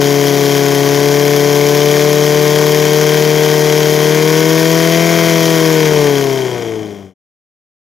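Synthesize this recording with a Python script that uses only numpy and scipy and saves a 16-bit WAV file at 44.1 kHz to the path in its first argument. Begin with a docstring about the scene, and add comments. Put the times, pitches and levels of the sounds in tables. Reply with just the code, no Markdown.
"""Fire pump running flat out

A four-cylinder petrol fire pump roars through an open exhaust on a grass field, close by on the left.
Each firing feeds a deep drone, cracks in the pipe and tears out a puff of hiss that rings the metal.
Revs and throttle drive it all: the tones swell and sink as they slide through fixed resonances.
The revs climb, then the throttle closes, the exhaust pops and the sound fades away."""
import sys
import numpy as np
from scipy import signal
from scipy.fft import rfft, irfft, next_fast_len
from scipy.io import wavfile
from scipy.ndimage import map_coordinates

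SR = 44100
rng = np.random.default_rng(int(sys.argv[2]) if len(sys.argv) > 2 else 0)


def output_pcm(signal):
    """Save a mono or channel-first signal as 16-bit PCM at the path in sys.argv[1].

    Samples are clipped to [-1, 1] before scaling.
    """
    pcm = np.clip(np.atleast_2d(signal).T, -1, 1) * 32767
    wavfile.write(sys.argv[1], SR, np.round(pcm).astype(np.int16))


N = 351477

# The revs. Each row: time in seconds, firings per second.
REVS = [(0.0, 142.5), (0.4, 141.7), (0.8, 141.2), (1.2, 144.6), (1.55, 144.6), (2.05, 147.9), (2.55, 149.5),
        (3.25, 151.7), (4.0, 151.2), (4.5, 159.5), (5.08, 167.3), (5.52, 162.6), (5.78, 157.2),
        (5.96, 150.2), (6.16, 140.3), (6.42, 130.1), (6.64, 114.6), (6.86, 104.6), (7.12, 93.6)]
# The throttle move. Each row: time in seconds, opening from 0 to 1.
THROTTLE_MOVE = [(0, 1), (5.65, 0.98), (6.0, 0.7), (6.25, 0.74), (6.55, 0.29), (7.1, 0.14)]
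# How each layer rides the engine. Each holds: gain in dB at working revs and full throttle,
# dB added per octave of revs, dB added per halving of the throttle.
CRACK_RIDE = (-26.5, 20, 3.6)
HISS_RIDE = (-22, 3, -4.5)
SPIT_RIDE = (-29, 3, -7.5)
RING_RIDE = (-27.5, 2.6, -.3)
WEAK_RIDE = (-3, 6.8, 2.1)
RUMBLE_RIDE = (-30, 7.2, 4.6)
# The drone's strong tones, as multiples of the four-stroke cycle rate.
STRONG_ORDERS = (4, 8, 10, 12, 16, 20)
# Their trims. Each row: gain in dB, dB added per halving of the throttle.
STRONG_TRIMS = [(0.14, 0.6), (0.2, 1.5), (-7.2, -4), (0.05, -0.1), (0, -2.5), (0.2, -4.5)]
# Peaks and notches the strong tones slide through. Each row: frequency in Hz, base level in dB.
PIPE_RESONANCES = [(120, -25), (142, -20), (167, -16), (200, -23), (243, -43.5), (265, -25.5), (284, -19.5),
                   (303, -23.5), (319, -16.5), (355, -20.5), (380, -15.5), (422, -15.5), (435, -13),
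                   (470, -14), (499, -20.5), (516, -32.5), (562, -27), (591, -20.5), (622, -28),
                   (662, -19.5), (708, -27), (760, -31.5), (790, -43)]
# The pipe's colour on the weak tones. Each row: frequency in Hz, base level in dB.
WEAK_EQ = [(38, -52.5), (75, -62), (115, -44), (185, -28.5), (235, -42), (330, -32.5), (420, -26.5),
           (490, -37.5), (535, -39), (600, -34.5), (690, -33), (800, -42), (1000, -38), (1270, -53.5)]
# Firings that pop as the throttle closes. Each row: time in seconds, boost in dB.
EXHAUST_POPS = [(6.621, 7.5), (6.692, 4.5)]
# Unequal cylinders in firing order. Each row: crack in dB, hiss in dB, lateness in firing intervals.
CYLINDERS = [(-2, 1, 0), (-9, 1, -.03), (0.5, 3.5, 0.0059), (-7, 0, -.04)]
# Colours of the crack, hiss, spit and rumble. Each row: frequency in Hz, relative level in dB.
CRACK_EQ = [(450, -40.5), (720, -16), (850, 2.5), (1020, -3.5), (1280, -7), (1500, 1), (2000, -1.5),
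            (2320, 4), (2800, -11), (3180, 6), (3700, -17), (5000, -11.5), (6600, -15), (9000, -32.5)]
HISS_EQ = [(500, -19), (1000, -6), (1280, -8.5), (1500, 0.3), (2300, -0.5), (2800, -8.5), (3600, -4.5),
           (4200, -5), (5200, -1), (6600, -2), (8000, -17.5), (12000, -12), (15500, -24)]
SPIT_EQ = [(2000, -22.5), (5000, 0.5), (7000, -3.5), (8500, -12.5), (10000, -3), (12000, 4), (15500, -1)]
RUMBLE_EQ = [(15, -34), (35, -19.5), (65, -19), (130, -7.5), (240, -6.5), (370, -2), (450, -1),
             (530, -12.5), (620, -5.5), (800, -13), (1050, -15), (1500, -24.5), (5000, -46.5)]
# The ring of the pipe's metal. Each row: frequency in Hz, width in Hz, relative level in dB.
METAL_MODES = [(1090, 130, 1.5), (3110, 130, 0), (3250, 150, 0), (5080, 170, -6), (5700, 150, -3),
               (6450, 400, -10)]
# The stereo balance. Each row: frequency in Hz, left minus right in dB.
LEFT_BALANCE = [(60, 4.5), (160, 7), (270, 10.5), (450, 7.5), (740, 8), (1220, 5), (2000, 9), (3300, 6),
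                (5500, 3), (7000, 2), (8000, 15.5), (9100, -13), (10200, -5), (11000, 4)]
# The stereo phase. Each row: frequency in Hz, lead of the left side in radians.
LEFT_LEAD = [(7200, 0), (7800, .4), (8450, 1.7), (9200, .1), (9600, 0)]
# A straight fade-out. Each row: time in seconds, gain.
FADE_OUT = [(6.0, 1), (7.14, 0)]

WORKING_HZ, TOP_HZ = 150, 15850
BOOM_HZ, BOOM_WIDTH_HZ, BOOM_DB = 420, 17, 9  # the pipe's own note
WAVER_DB = .32  # unsteadiness of the strong tones at full throttle; it grows as the throttle closes


def amp(db):
    """Decibels to gain."""
    return 10 ** (np.asarray(db) / 20)


def unit(x):
    """Scale to rms 1."""
    return x / np.sqrt(np.mean(x ** 2) + 1e-20)


def along(points, hz):
    """Read (Hz, value) points on a log frequency axis."""
    knots_hz, values = np.transpose(points)
    return np.interp(np.log(hz + 1), np.log(knots_hz + 1), values)


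def automation(rows):
    """Join (seconds, value) points into one value per sample."""
    return np.interp(np.arange(N) / SR, *np.transpose(rows))


def level(ride, firing_hz, throttle):
    """Gain of a layer from the revs and the throttle."""
    db, revs_db, closing_db = ride
    return amp(db + revs_db * np.log2(firing_hz / WORKING_HZ) - closing_db * np.log2(throttle))


def wobble(rate):
    """A smooth random curve, rate knots a second."""
    return map_coordinates(rng.standard_normal(int(N * rate / SR) + 4), [np.arange(N) * rate / SR])


def filtered(x, response):
    """Filter x by a complex response of frequency."""
    size = 2 * next_fast_len(N // 2 + SR // 8)
    return irfft(rfft(x, size) * response(np.fft.rfftfreq(size, 1 / SR)), size)[..., :N]


def coloured(x, eq, size=4096):
    """Send x through a minimum-phase EQ and scale to rms 1."""
    cepstrum = irfft(np.log(amp(along(eq, np.fft.rfftfreq(size, 1 / SR)))))
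    cepstrum[1:size // 2] *= 2
    cepstrum[size // 2:] = 0
    return unit(signal.oaconvolve(x, irfft(np.exp(rfft(cepstrum))))[:N])


def pulses(times, sizes):
    """Clicks placed between samples."""
    at = times[:, None] * SR
    taps = np.floor(at).astype(int) + np.arange(-7, 9)
    shape = np.sinc(taps - at) * np.cos(np.pi * (taps - at) / 16) ** 2
    return np.bincount(np.clip(taps, 0, N).ravel(), (sizes[:, None] * shape).ravel(), N + 1)[:N]


def drone(cycle, firing_hz, throttle):
    """The exhaust's body: strong tones lock to the firing, unequal cylinders add weak, drifting ones."""
    out = np.zeros(N)
    cycle_hz = firing_hz / len(CYLINDERS)
    for order, (trim_db, closing_db) in zip(STRONG_ORDERS, STRONG_TRIMS):
        hz = order * cycle_hz
        db = along(PIPE_RESONANCES, hz) + trim_db - closing_db * np.log2(throttle)
        # as the throttle closes, the pipe booms whenever a tone crosses its note
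        db += BOOM_DB * (1 - throttle) / (1 + ((hz - BOOM_HZ) / BOOM_WIDTH_HZ) ** 2)
        db += WAVER_DB / throttle * wobble(22)
        lag = order ** 2 / 42  # the pipe holds back the higher tones and smears each pulse
        out -= amp(db) * np.cos(2 * np.pi * order * cycle - lag)
    weak_gain = level(WEAK_RIDE, firing_hz, throttle)
    for order in np.setdiff1d(np.arange(1, 33), STRONG_ORDERS):
        db = along(WEAK_EQ, order * cycle_hz)
        db += 9 * (order % len(CYLINDERS) == 0)  # firing multiples stand out
        db += .35 * order * np.log2(cycle_hz / cycle_hz[0])  # lower revs, duller tone
        drift = rng.uniform(0, 2 * np.pi) + wobble(5) / 6
        out += weak_gain * amp(db + 1.5 * wobble(3)) * np.cos(2 * np.pi * order * cycle + drift)
    return np.sqrt(2) * out


def firings(cycle):
    """No two burns are alike: the time, crack size and puff size of each."""
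    count = np.arange(1, int(cycle[-1] * len(CYLINDERS)))
    crack_db, hiss_db, late = np.array(CYLINDERS)[count % len(CYLINDERS)].T
    times = np.interp(count + late, cycle * len(CYLINDERS), np.arange(N) / SR)
    jitter, burn, gas = rng.standard_normal((len(count), 3)).T
    slowness = np.gradient(times) / np.median(np.diff(times))
    times += 1.7e-5 * slowness ** 6 * jitter  # the timing loosens as the revs fall
    burn_db = .85 * burn
    for pop_time, boost_db in EXHAUST_POPS:
        burn_db[np.abs(times - pop_time).argmin()] += boost_db
    return times, amp(crack_db + burn_db), amp(hiss_db + burn_db + 1.4 * gas)


def exhaust(cycle, firing_hz, throttle):
    """Each opening valve fires a shock crack and a puff of hiss; the pipe's metal rings after it."""
    times, crack_sizes, puff_sizes = firings(cycle)
    shocks = coloured(pulses(times, crack_sizes), CRACK_EQ)
    crack = reflections(shocks, t60=0.042, wet_db=3)
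    # a closing throttle softens the puffs into a steadier flow; the spit is their brightest sizzle
    hiss = puffs(times, puff_sizes, rise_s=0.00014, decay_s=0.0027, steady=0.64 / throttle)
    spit = puffs(times, puff_sizes, rise_s=0.0002, decay_s=0.0031, steady=0.2 / throttle)
    ring_drive = puffs(times + 0.0015, puff_sizes, rise_s=0.0004, decay_s=0.0018, steady=0.14 / throttle)
    layers = [(crack, CRACK_RIDE),
              (coloured(hiss, HISS_EQ), HISS_RIDE),
              (coloured(spit, SPIT_EQ), SPIT_RIDE),
              (unit(filtered(ring_drive, pipe_metal)), RING_RIDE)]
    return sum(sound * level(ride, firing_hz, throttle) for sound, ride in layers)


def puffs(times, sizes, rise_s, decay_s, steady):
    """Gas noise flares at each firing and dies back to a steady flow."""
    t = np.arange(SR // 40) / SR
    envelope = (1 - np.exp(-t / rise_s)) * np.exp(-t / decay_s)
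    flare = signal.oaconvolve(pulses(times, sizes), envelope)[:N]
    return (unit(flare) + steady) / (1 + steady) * rng.standard_normal(N)


def pipe_metal(hz):
    """The pipe wall responds as a bank of ringing band-passes."""
    return sum(amp(db) * 1j * hz * width / (centre ** 2 - hz ** 2 + 1j * hz * width)
               for centre, width, db in METAL_MODES)


def rumble(firing_hz, throttle):
    """Turbulent gas and the shaking engine fill the gaps between the tones."""
    gain = level(RUMBLE_RIDE, firing_hz, throttle) * amp(1.3 * wobble(7.8))
    return gain * coloured(rng.standard_normal(N), RUMBLE_EQ)


def reflections(x, t60, wet_db):
    """The pump's frame and the ground add a short spray of echoes."""
    t = np.arange(SR // 16) / SR
    tail = rng.standard_normal(len(t)) * amp(-60 * t / t60) * (1 - np.exp(-t / 0.00049))
    return unit(x + amp(wet_db) * signal.oaconvolve(x, tail / np.linalg.norm(tail))[:N])


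def pan_left(hz):
    """Left and right responses to a source nearer the left side."""
    ratio = amp(along(LEFT_BALANCE, hz))
    turn = np.exp(.5j * along(LEFT_LEAD, hz))
    return 2 * np.array([ratio * turn, 1 / turn]) / (1 + ratio)


def scene():
    """Drone, exhaust and rumble play as one engine, placed on the left."""
    firing_hz = automation(REVS)
    throttle = np.clip(automation(THROTTLE_MOVE), .05, 1)
    cycle_hz = firing_hz * (1 + 0.00056 * wobble(14)) / len(CYLINDERS)
    cycle = np.cumsum(cycle_hz) / SR  # four-stroke cycles so far
    engine = drone(cycle, firing_hz, throttle)
    engine += exhaust(cycle, firing_hz, throttle)
    engine += rumble(firing_hz, throttle)
    return filtered(engine, pan_left)


def record(dry):
    """Round off the highest peaks, fade out, and trim the sub-bass and the very top."""
    rounded = dry / (1 + np.abs(dry) ** 12) ** (1 / 12)
    faded = rounded * automation(FADE_OUT)
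    return filtered(faded, lambda hz: hz / np.hypot(hz, 15) * np.clip((TOP_HZ - hz) / 150, 0, 1))


dry = scene()
out = record(dry)
output_pcm(out)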